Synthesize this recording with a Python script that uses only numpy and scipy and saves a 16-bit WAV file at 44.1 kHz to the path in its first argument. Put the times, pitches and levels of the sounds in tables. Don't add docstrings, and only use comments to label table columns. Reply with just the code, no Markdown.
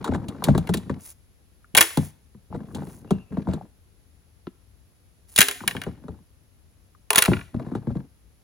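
import sys
import numpy as np
from scipy import signal
from scipy.fft import rfft, irfft, next_fast_len
from scipy.io import wavfile
from scipy.ndimage import uniform_filter1d

SR = 44100
rng = np.random.default_rng(int(sys.argv[2]) if len(sys.argv) > 2 else 0)


def digitize_waveform(pressure):
    field = np.atleast_2d(pressure).T
    bounded = np.clip(field, -1, 1)
    quanta = np.round(bounded * 32767).astype(np.int16)
    wavfile.write(sys.argv[1], SR, quanta)


N = 371763
TIME = np.arange(N) / SR
AGE = TIME[:SR // 3]


def from_db(db):
    return 10 ** (np.asarray(db) / 20)


def at_hz(points, hz):
    known_hz, value = np.transpose(points)
    return np.interp(np.log(hz + 1), np.log(known_hz + 1), value)


def noise(spectrum, size):
    padded = next_fast_len(size)
    hz = np.fft.rfftfreq(padded, 1 / SR)
    white = rng.standard_normal(padded)
    coloured = irfft(rfft(white) * from_db(at_hz(spectrum, hz)), padded)[:size]
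    return coloured / coloured.std()


def wander(per_s):
    return np.interp(TIME * per_s, np.arange(N), rng.standard_normal(N))


def crest_one(x, size=88):
    return x / np.sqrt(uniform_filter1d(x * x, size).max())


def add(track, s, sound):
    start = min(max(round(s * SR), 0), N)
    track[start:start + len(sound)] += sound[:N - start]


def ringing(modes, t60, late_cycles, rise_cycles):
    hz, db = np.transpose(modes)[:, :, None]
    cycles = np.maximum(AGE * hz - late_cycles, 0)
    decay_s = t60 * np.sqrt(hz[0] / hz)
    decay = from_db(db - 60 * cycles / hz / decay_s)
    rise = 1 - np.exp(-cycles / rise_cycles)
    return decay * rise * np.sin(2 * np.pi * cycles)


def strike(shapes, scatter_db, detune=0.062):
    strengths = from_db(scatter_db * rng.standard_normal(len(shapes)))
    weights = strengths * rng.choice([-1, 1], len(shapes))
    stretched_age = AGE * np.exp(detune * rng.standard_normal())
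    return crest_one(np.interp(stretched_age, AGE, weights @ shapes, right=0))


def burst(spectrum, hold_s, t60, buzz_db, buzz_t60):
    age = AGE[:len(AGE) // 2]
    main = from_db(-60 * np.maximum(age - hold_s, 0) / t60)
    buzz = from_db(buzz_db - 60 * age / buzz_t60)
    return crest_one((main + buzz) * noise(spectrum, len(age)))


def friction(spectrum, grip_db, slips_per_s):
    grains = noise(spectrum, N) * from_db(grip_db * wander(slips_per_s))
    return grains / grains.std()


STROKE_EASE_S = 0.015


def strokes(rows, mid_share, rise_db, fall_db):
    gain = np.zeros(N)
    for start, end, db in rows:
        points_s = [start, start + mid_share * (end - start), end]
        swell = np.interp(TIME, points_s, from_db([db - rise_db, db, db - fall_db]))
        gain += swell * np.clip(np.minimum(TIME - start, end - TIME) / STROKE_EASE_S, 0, 1)
    return gain


# (frequency [Hz], level [dB per Hz])
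AIR_SPECTRUM = [(20, -18), (58, 0.5), (96, -3), (113, -9), (222, -16.5), (434, -23), (949, -31.5),
                (7950, -38), (8650, -31), (10200, -29.5), (16000, -43)]
# (frequency [Hz], left-right correlation [1])
AIR_LIKENESS = [(60, 0.33), (150, 0.43), (400, 0.43), (1500, 0.11), (6500, 0.11), (8500, 1)]
AIR_MID_DB = -58.5


def open_air():
    size = next_fast_len(N)
    mid, side = rfft([noise(AIR_SPECTRUM, N), noise(AIR_SPECTRUM, N)], size)
    alike = np.clip(at_hz(AIR_LIKENESS, np.fft.rfftfreq(size, 1 / SR)), 0, 1)
    pair = mid + np.sqrt((1 - alike) / (1 + alike)) * side * [[1], [-1]]
    return from_db(AIR_MID_DB) * irfft(pair, size)[:, :N]


FENCE_S = 0.28


def yard(x, echo_db, t60, edge_s, beyond_db_per_s):
    age = TIME[:SR]
    colour = [(100, -15.0), (400, -5.0), (900, -4.5), (1800, 0), (10000, -1.5), (16000, -5.5)]
    decay = from_db(-60 * age / t60 - beyond_db_per_s * np.maximum(age - edge_s, 0))
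    envelope = (1 - np.exp(-age / 0.0031)) * decay
    unevenness = from_db(0.72 * wander(220)[:SR])
    common, left, right = (noise(colour, SR) for _ in range(3))
    response = (common + from_db(-5) * np.array([left, right])) * envelope * unevenness
    response /= np.sqrt(np.sum(response ** 2) / 2)
    return from_db(echo_db) * signal.fftconvolve(x[None], response, axes=1)[:, :N]


def ground_bounce(x, level_db, delay_s, above_hz):
    treble = signal.sosfilt(signal.butter(2, above_hz, "high", fs=SR, output="sos"), x)
    delayed = np.pad(treble, (round(delay_s * SR), 0))[:N]
    return from_db(level_db) * delayed * [[1], [-1]]


# (time [s], level [dB])
LANDINGS = [(1.743, -31), (1.784, -26), (5.387, -16.5), (7.178, -23)]


def turf():
    out = np.zeros(N)
    modes = [(120, -7.0), (185, 3.0), (215, -4), (290, -6.5)]   # (Hz, dB)
    thud = ringing(modes, t60=0.052, late_cycles=0.06, rise_cycles=0.68)
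    for s, db in LANDINGS:
        add(out, s, from_db(db - 1) * strike(thud, scatter_db=0.0))
    return out


# (start [s], end [s], level [dB])
SLIDE_STROKES = [(0.98, 1.14, -43), (1.8, 2.12, -46), (2.66, 3.04, -54), (5.27, 5.44, -45.5)]
# (frequency [Hz], level [dB per Hz])
CRACK_SPECTRUM = [(3500, -9.5), (5000, -8), (6500, -2.5), (8000, -3), (10000, 6), (12000, -5), (14500, -1),
                  (16000, -9)]


def slide():
    pressure = strokes(SLIDE_STROKES, mid_share=0.77, rise_db=18.5, fall_db=31)
    return from_db(-0.5) * pressure * friction(CRACK_SPECTRUM, grip_db=5.0, slips_per_s=690)


# (time [s], pitch [Hz], level [dB])
SQUEAK = [(3.07, 2770, -65), (3.211, 2720, -59.5), (3.27, 2620, -72), (3.36, 2660, -67), (3.42, 2600, -74)]


def squeak():
    s, hz, db = np.transpose(SQUEAK)
    pitch_hz = np.interp(TIME, s, hz) * (1 + 0.06 * wander(1000))
    level = np.interp(TIME, s, from_db(db), 0, 0) * from_db(3.8 * wander(60))
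    return level * np.sin(2 * np.pi * np.cumsum(pitch_hz) / SR)


SKID_DB, SKID_S = -19, 0.035


def skids():
    out = np.zeros(N)
    age = AGE[AGE < 3 * SKID_S]
    shape = (1 - np.exp(-age / 0.0071)) * np.exp(-age / SKID_S)
    for s, db, _ in TUB_BLOWS:
        add(out, s, from_db(db + SKID_DB) * shape)
    return out


def jostle(scrape, per_s, level_db, spread_db, soft_db_per_octave):
    out = np.zeros(N)
    modes = [(hz, db - soft_db_per_octave * np.log2(hz)) for hz, db in TUB_WALL + TUB_KNOCK]
    wall = ringing(modes, t60=0.081, late_cycles=1.1, rise_cycles=0.89)
    for at in np.flatnonzero((rng.random(N) < per_s / SR) & (scrape > 0)):
        force = scrape[at] * from_db(level_db + spread_db * rng.uniform(-0.3, 1))
        add(out, at / SR, force * strike(wall, scatter_db=3.0, detune=0.088))
    return out


# (start [s], end [s], level [dB])
DRAG_STROKES = [(0.0, 1.04, -47), (2.5, 3.12, -51.5), (3.3, 3.68, -52), (5.6, 6.24, -58),
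                (7.53, 8.08, -55.5)]
# (frequency [Hz], level [dB per Hz])
TUB_RUB = [(40, -11), (90, 0.5), (200, 5.5), (400, -11.5), (800, -24.5), (3000, -64)]
# (frequency [Hz], level [dB per Hz])
TUB_SCRAPE = [(100, -12), (400, 3.5), (1500, -7.5), (2400, -11.5), (4200, -16.5), (16000, -43)]


def drag():
    pressure = strokes(DRAG_STROKES, mid_share=0.27, rise_db=-3.5, fall_db=9.0) + skids()
    rub = from_db(9.5) * pressure * friction(TUB_RUB, grip_db=5.5, slips_per_s=79)
    scrape = from_db(-8.5) * pressure * friction(TUB_SCRAPE, grip_db=7.0, slips_per_s=140)
    nudges = jostle(pressure, per_s=65, level_db=-0.5, spread_db=6, soft_db_per_octave=3.5)
    return rub + scrape + nudges


# (start [s], end [s], level of a slip [dB])
JUDDERS = [(0.049, 0.087, -31.5), (0.134, 0.165, -32), (0.443, 0.471, -34), (2.548, 2.565, -45.5),
           (2.759, 2.773, -39), (3.491, 3.565, -49), (7.658, 7.738, -55)]
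SLIP_GAP_S = 0.004


def judders():
    out = np.zeros(N)
    modes = [(hz, db + 1) for hz, db in TUB_WALL] + TUB_KNOCK
    wall = ringing(modes, t60=0.0387, late_cycles=0, rise_cycles=0.58)
    for start, end, db in JUDDERS:
        for even_s in np.arange(start, end, SLIP_GAP_S):
            s = even_s + SLIP_GAP_S * rng.uniform(-.5, .5)
            slip_db = db + 2 * rng.standard_normal()
            tick = burst(TUB_TICK, hold_s=0, t60=0.02, buzz_db=-27.5, buzz_t60=.06)
            add(out, s, from_db(slip_db) * strike(wall, scatter_db=8.5))
            add(out, s, from_db(slip_db - 13) * tick)
    return out


# (frequency [Hz], level [dB])
RIM_MODES = [(183, -8.5), (248, -6), (345, 2), (395, -8), (1000, -11), (1320, -8)]
RIM_TAP_S, RIM_TAP_DB = 4.469, -26.5


def rim_tap():
    out = np.zeros(N)
    rim = ringing(RIM_MODES, t60=0.067, late_cycles=1.1, rise_cycles=0.099)
    clack = burst(CLACK_SPECTRUM, hold_s=.001, t60=0.048, buzz_db=-24, buzz_t60=.08)
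    add(out, RIM_TAP_S, from_db(RIM_TAP_DB) * strike(rim, scatter_db=2.5, detune=0.0086))
    add(out, RIM_TAP_S, from_db(RIM_TAP_DB - 21.5) * clack)
    return out


# (time [s], level [dB], pitch [Hz])
PART_KNOCKS = [(0.043, -24.5, 965), (0.122, -27.5, 790), (0.4228, -25.5, 996), (1.6442, -49.5, 1420),
               (2.527, -32, 853), (2.82, -38, 815), (3.471, -32.5, 890), (3.578, -39.5, 765),
               (3.611, -34.5, 740), (5.606, -33.5, 1500), (5.638, -32, 1010), (6.949, -53, 1237)]
# (multiple of the pitch [1], level [dB])
PART_MODES = [(0.85, -6.5), (1, 1), (1.17, -6), (1.55, -15)]


def part_knocks():
    out = np.zeros(N)
    for s, db, hz in PART_KNOCKS:
        modes = [(hz * multiple, level) for multiple, level in PART_MODES]
        note = ringing(modes, t60=0.025, late_cycles=0, rise_cycles=0.9)
        add(out, s, from_db(db) * strike(note, scatter_db=0.5, detune=0))
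    return out


# (time [s], level [dB])
END_CLICKS = [(0.043, -30.5), (0.284, -35), (0.44, -20), (0.578, -28), (0.691, -33.5), (0.741, -23),
              (0.7714, -32), (1.768, -12), (1.972, -24.5), (2.748, -33.5), (3.107, -31.5), (3.535, -36),
              (5.3611, -17)]
HARD_CLICK_DB, CRACK_LOSS = -21, 0.64


def end_clicks():
    out = np.zeros(N)
    for s, db in END_CLICKS:
        crack_db = db - CRACK_LOSS * max(HARD_CLICK_DB - db, 0)
        tick = burst(TUB_TICK, hold_s=0.00054, t60=0.043, buzz_db=-22.0, buzz_t60=0.14)
        crack = burst(CRACK_SPECTRUM, hold_s=0.0011, t60=0.018, buzz_db=-20, buzz_t60=0.13)
        add(out, s, from_db(db - 3.0) * tick)
        add(out, s, from_db(crack_db) * crack)
    return out


# (time [s], level [dB], hardness as knock over boom [dB])
TUB_BLOWS = [(0.087, -24, -3.5), (0.12, -28.5, -3), (0.147, -25, 8.5), (0.285, -37.5, 0), (0.423, -32.5, 6),
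             (0.471, -25.5, -2.5), (0.484, -13, 1.5), (0.549, -19, 3), (0.578, -23, 7), (0.691, -20, 3),
             (0.741, -25, 6.5), (0.896, -23, 5), (1.972, -17, 4.5), (2.346, -46.5, -10), (2.546, -29, -3),
             (2.604, -41.5, -0.5), (2.746, -33.5, -6.5), (2.782, -34, -4), (2.818, -35, -2),
             (2.87, -42, -1), (3.045, -41, 0), (3.107, -17, -1), (3.324, -35, -6), (3.37, -25.5, -7.5),
             (3.471, -28, -10.5), (3.486, -28, -2.5), (3.534, -29.5, -2.5), (5.607, -37, 3.5),
             (5.637, -39.5, 2.5), (5.749, -29.5, 5), (5.865, -28, 0.5), (6.037, -41, -6), (6.082, -32, 2.5),
             (7.279, -15.5, -0.5), (7.316, -20, 3.5), (7.543, -27.5, -8.5), (7.596, -32.5, 1.5),
             (7.664, -34.5, -9), (7.715, -33.5, -9), (7.75, -25, 4), (7.87, -29, -12.5),
             (7.903, -34.5, -5.5), (7.953, -30.5, -12)]
# (frequency [Hz], level [dB])
TUB_BOOM = [(53, -20), (84, -8), (112, -6.5), (140, -2.5), (163, -7), (190, 2), (222, -1.5), (248, -5.5)]
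# (frequency [Hz], level [dB])
TUB_WALL = [(278, 0), (312, 1.5), (345, 0.5), (388, -1.5), (445, 2.5), (545, -4), (610, -3), (680, -6)]
# (frequency [Hz], level [dB])
TUB_KNOCK = [(760, -8), (845, 4), (940, -2), (1030, 0.5), (1150, -6), (1310, -2.5), (1480, -1),
             (1640, -6.5), (1820, -12), (2100, -11)]
# (frequency [Hz], level [dB per Hz])
TUB_TICK = [(1500, -10), (2500, 3), (3800, 11), (5300, -4), (7500, 4), (10000, 1), (12500, -14.5),
            (16000, -15.5)]
TICK_DB, TICK_PER_HARDNESS = -25, 0.6
FREE_BLOW_DB, HELD_DAMPING = -20.5, 9


def tub():
    out = np.zeros(N)
    boom = ringing(TUB_BOOM, t60=0.34, late_cycles=1.1, rise_cycles=0.21)
    wall = ringing(TUB_WALL, t60=0.093, late_cycles=1.1, rise_cycles=0.28)
    knock = ringing(TUB_KNOCK, t60=0.048, late_cycles=0.83, rise_cycles=0.19)
    for s, db, hardness in TUB_BLOWS:
        damped = from_db(-HELD_DAMPING * max(FREE_BLOW_DB - db, 0) * AGE)
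        tick_db = db + TICK_DB + TICK_PER_HARDNESS * hardness
        tick = burst(TUB_TICK, hold_s=0.00067, t60=0.065, buzz_db=-18.5, buzz_t60=.09)
        add(out, s, from_db(db - hardness / 2 + 5.5) * damped * strike(boom, scatter_db=4.5, detune=0.058))
        add(out, s, from_db(db + 0.5) * damped * strike(wall, scatter_db=5.0))
        add(out, s, from_db(db + hardness / 2 - 7.5) * strike(knock, scatter_db=0.5, detune=.08))
        add(out, s, from_db(tick_db) * tick)
    return out


# (time [s], level [dB])
FRAME_BUMPS = [(5.427, -33.5), (5.485, -38.5), (5.553, -47.5)]
# (frequency [Hz], level [dB])
FRAME_MODES = [(265, -5.5), (405, 2), (720, -4)]


def frame_bumps():
    out = np.zeros(N)
    bending = ringing(FRAME_MODES, t60=0.23, late_cycles=0, rise_cycles=1)
    for s, db in FRAME_BUMPS:
        add(out, s, from_db(db) * strike(bending, scatter_db=3.5, detune=0))
    return out


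# (time [s], extra hollow ring [dB])
TOSSES = [(1.745, 11.5), (5.355, -3), (7.102, 14.5)]


def latest_toss(s):
    return min([(s - start, db) for start, db in TOSSES if start <= s], default=(np.inf, 0))


# (frequency [Hz], level [dB])
HOLLOW_MODES = [(395, -4), (490, -4.5), (620, -4.5), (725, -7), (829, -1.5), (985, 1.5), (1130, -2.5)]
# (frequency [Hz], level [dB per Hz])
CLACK_SPECTRUM = [(150, -34.5), (700, -19), (1500, 1), (3100, 2.5), (4000, -1.5), (5500, -15),
                  (9000, -33.5)]
BENDING_S = 0.14
HOLLOW_FOLLOWS = 0.6
RING_TILT_DB = 5.5
CLACK_DULLS, SETTLED_RING = 0.26, 0.15


def clatter(hits, ring_modes, ring_t60, ring_db, clack_db, hollow_db, crack_db, chatter_s, detune):
    out = np.zeros(N)
    ring = ringing(ring_modes, ring_t60, late_cycles=1.2, rise_cycles=0.37)
    octaves = np.log2(np.array(ring_modes)[:, :1] / ring_modes[0][0])
    hollow = ringing(HOLLOW_MODES, t60=0.13, late_cycles=.8, rise_cycles=0.37)
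    for s, db, lost_db in hits:
        since_s, bending_db = latest_toss(s)
        hit_hollow_db = HOLLOW_FOLLOWS * db + bending_db * max(1 - since_s / BENDING_S, 0)
        hit_ring_db = db + ring_db + SETTLED_RING * lost_db
        hit_clack_db = db + clack_db - CLACK_DULLS * lost_db
        strength = from_db(db / 2)
        hold_s = chatter_s * strength
        tilt = from_db(RING_TILT_DB * strength * octaves)
        clack = burst(CLACK_SPECTRUM, hold_s, t60=0.025, buzz_db=-20.5, buzz_t60=0.16)
        crack = burst(CRACK_SPECTRUM, hold_s, t60=0.015, buzz_db=-23, buzz_t60=0.2)
        add(out, s, from_db(hit_ring_db) * strike(tilt * ring, scatter_db=2.5, detune=detune))
        add(out, s, from_db(hit_hollow_db + hollow_db) * strike(hollow, scatter_db=4.0, detune=0.072))
        add(out, s, from_db(hit_clack_db) * clack)
        add(out, s, from_db(db + crack_db - lost_db) * crack)
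    return out


# (time [s], level [dB], softness as crack lost [dB])
FITTING_HITS = [(7.1043, -9, 1.5), (7.1314, -17, 1), (7.148, -19, 6), (7.1576, -7.5, -1), (7.174, -11.5, 5),
                (7.1806, -2, 2.5), (7.1864, -4.5, 2), (7.222, -5, 2.5), (7.2384, -16, 7.5),
                (7.2505, -15.5, 8), (7.2574, -11.5, 9.5), (7.3332, -15, 31.5), (7.3672, -27, 29),
                (7.3916, -33, 34), (7.4111, -31.5, 35.5)]
# (frequency [Hz], level [dB])
FITTING_MODES = [(1242, -3.5), (1410, 6.5), (1755, 1), (1956, 2), (2322, -0.5), (2520, 2), (2812, 2),
                 (3650, -8.5)]


def fitting():
    return clatter(FITTING_HITS, FITTING_MODES, ring_t60=0.036, ring_db=-11.0, clack_db=-6.5,
                   hollow_db=-27.5, crack_db=-0.5, chatter_s=0.0028, detune=0.022)


# (time [s], level [dB], softness as crack lost [dB])
PIPE_HITS = [(0.6724, -32, 10), (0.7383, -21.5, 7.5), (1.7498, -8.5, 5.5), (1.7744, -1, 0),
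             (1.783, -4, 5.5), (1.8082, -5, -2), (1.8125, -6, 4), (1.8255, -14.5, 3), (1.9042, -31.5, 14.5),
             (5.3782, -10.5, 3.5), (5.387, -2, -1), (5.406, -3, -0.5), (5.4143, -2.5, 1.5),
             (5.4263, -12.5, 8), (5.4849, -17, 1), (5.5112, -23, 3), (5.677, -10, 5), (5.7098, -24.5, 14),
             (5.7658, -26.5, 16), (5.8165, -25, 11), (5.8364, -30.5, 10)]
# (frequency [Hz], level [dB])
PIPE_MODES = [(1420, -2.5), (1516, -0.5), (1650, -2.5), (1790, 2.4), (1960, -5.5), (2170, -0.5),
              (2374, -0.5), (2760, -3.5), (2890, 1.9), (3226, -1.35), (3760, -7.5)]


def pipes():
    return clatter(PIPE_HITS, PIPE_MODES, ring_t60=.05, ring_db=-8.0, clack_db=-4.5,
                   hollow_db=-27.0, crack_db=3.0, chatter_s=0.0017, detune=0.024)


def scene():
    tub_sounds = drag() + judders() + rim_tap() + part_knocks() + end_clicks() + tub()
    pile_sounds = turf() + slide() + squeak() + frame_bumps() + fitting() + pipes()
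    direct = tub_sounds + pile_sounds
    echoes = yard(direct, echo_db=-20, t60=0.51, edge_s=FENCE_S, beyond_db_per_s=88.0)
    bounce = ground_bounce(direct, level_db=-10.0, delay_s=0.0019, above_hz=1500)
    return open_air() + echoes + bounce + direct


# (frequency [Hz], phase by which left leads [rad])
PORT_PHASE = [(0, 0), (50, .6), (210, .7), (340, 0), (700, -.45), (1600, -.65), (2300, .3), (2950, 1.8),
              (4200, .7), (6800, -.4), (8500, -3.1), (11000, -6.2), (13500, -9.4), (15500, -12.5)]
# (frequency [Hz], left minus right [dB])
PORT_BALANCE = [(30, 2), (80, 6.5), (180, 1.2), (350, 2.4), (1100, 4.2), (2800, 1.4), (5000, -1.6),
                (9000, 0)]
CUTOFF_HZ, OVERLOAD_LEVEL = 16000, 0.75


def record(dry):
    size = next_fast_len(N + SR // 10)
    hz = np.fft.rfftfreq(size, 1 / SR)
    half = np.array([[1], [-1]]) / 2
    balance = from_db(half * at_hz(PORT_BALANCE, hz))
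    phase = np.exp(1j * half * np.interp(hz, *np.transpose(PORT_PHASE)))
    heard = irfft(rfft(dry, size) * balance * phase, size)[:, :N]
    wind_filter = signal.butter(2, 34, "high", fs=SR, output="sos")
    heard = signal.sosfilt(wind_filter, heard)
    overloaded = OVERLOAD_LEVEL * np.tanh(heard / OVERLOAD_LEVEL)
    top_cut = signal.ellip(10, .1, 70, CUTOFF_HZ, fs=SR, output="sos")
    return signal.sosfilt(top_cut, overloaded)


dry = scene()
out = record(dry)
digitize_waveform(out)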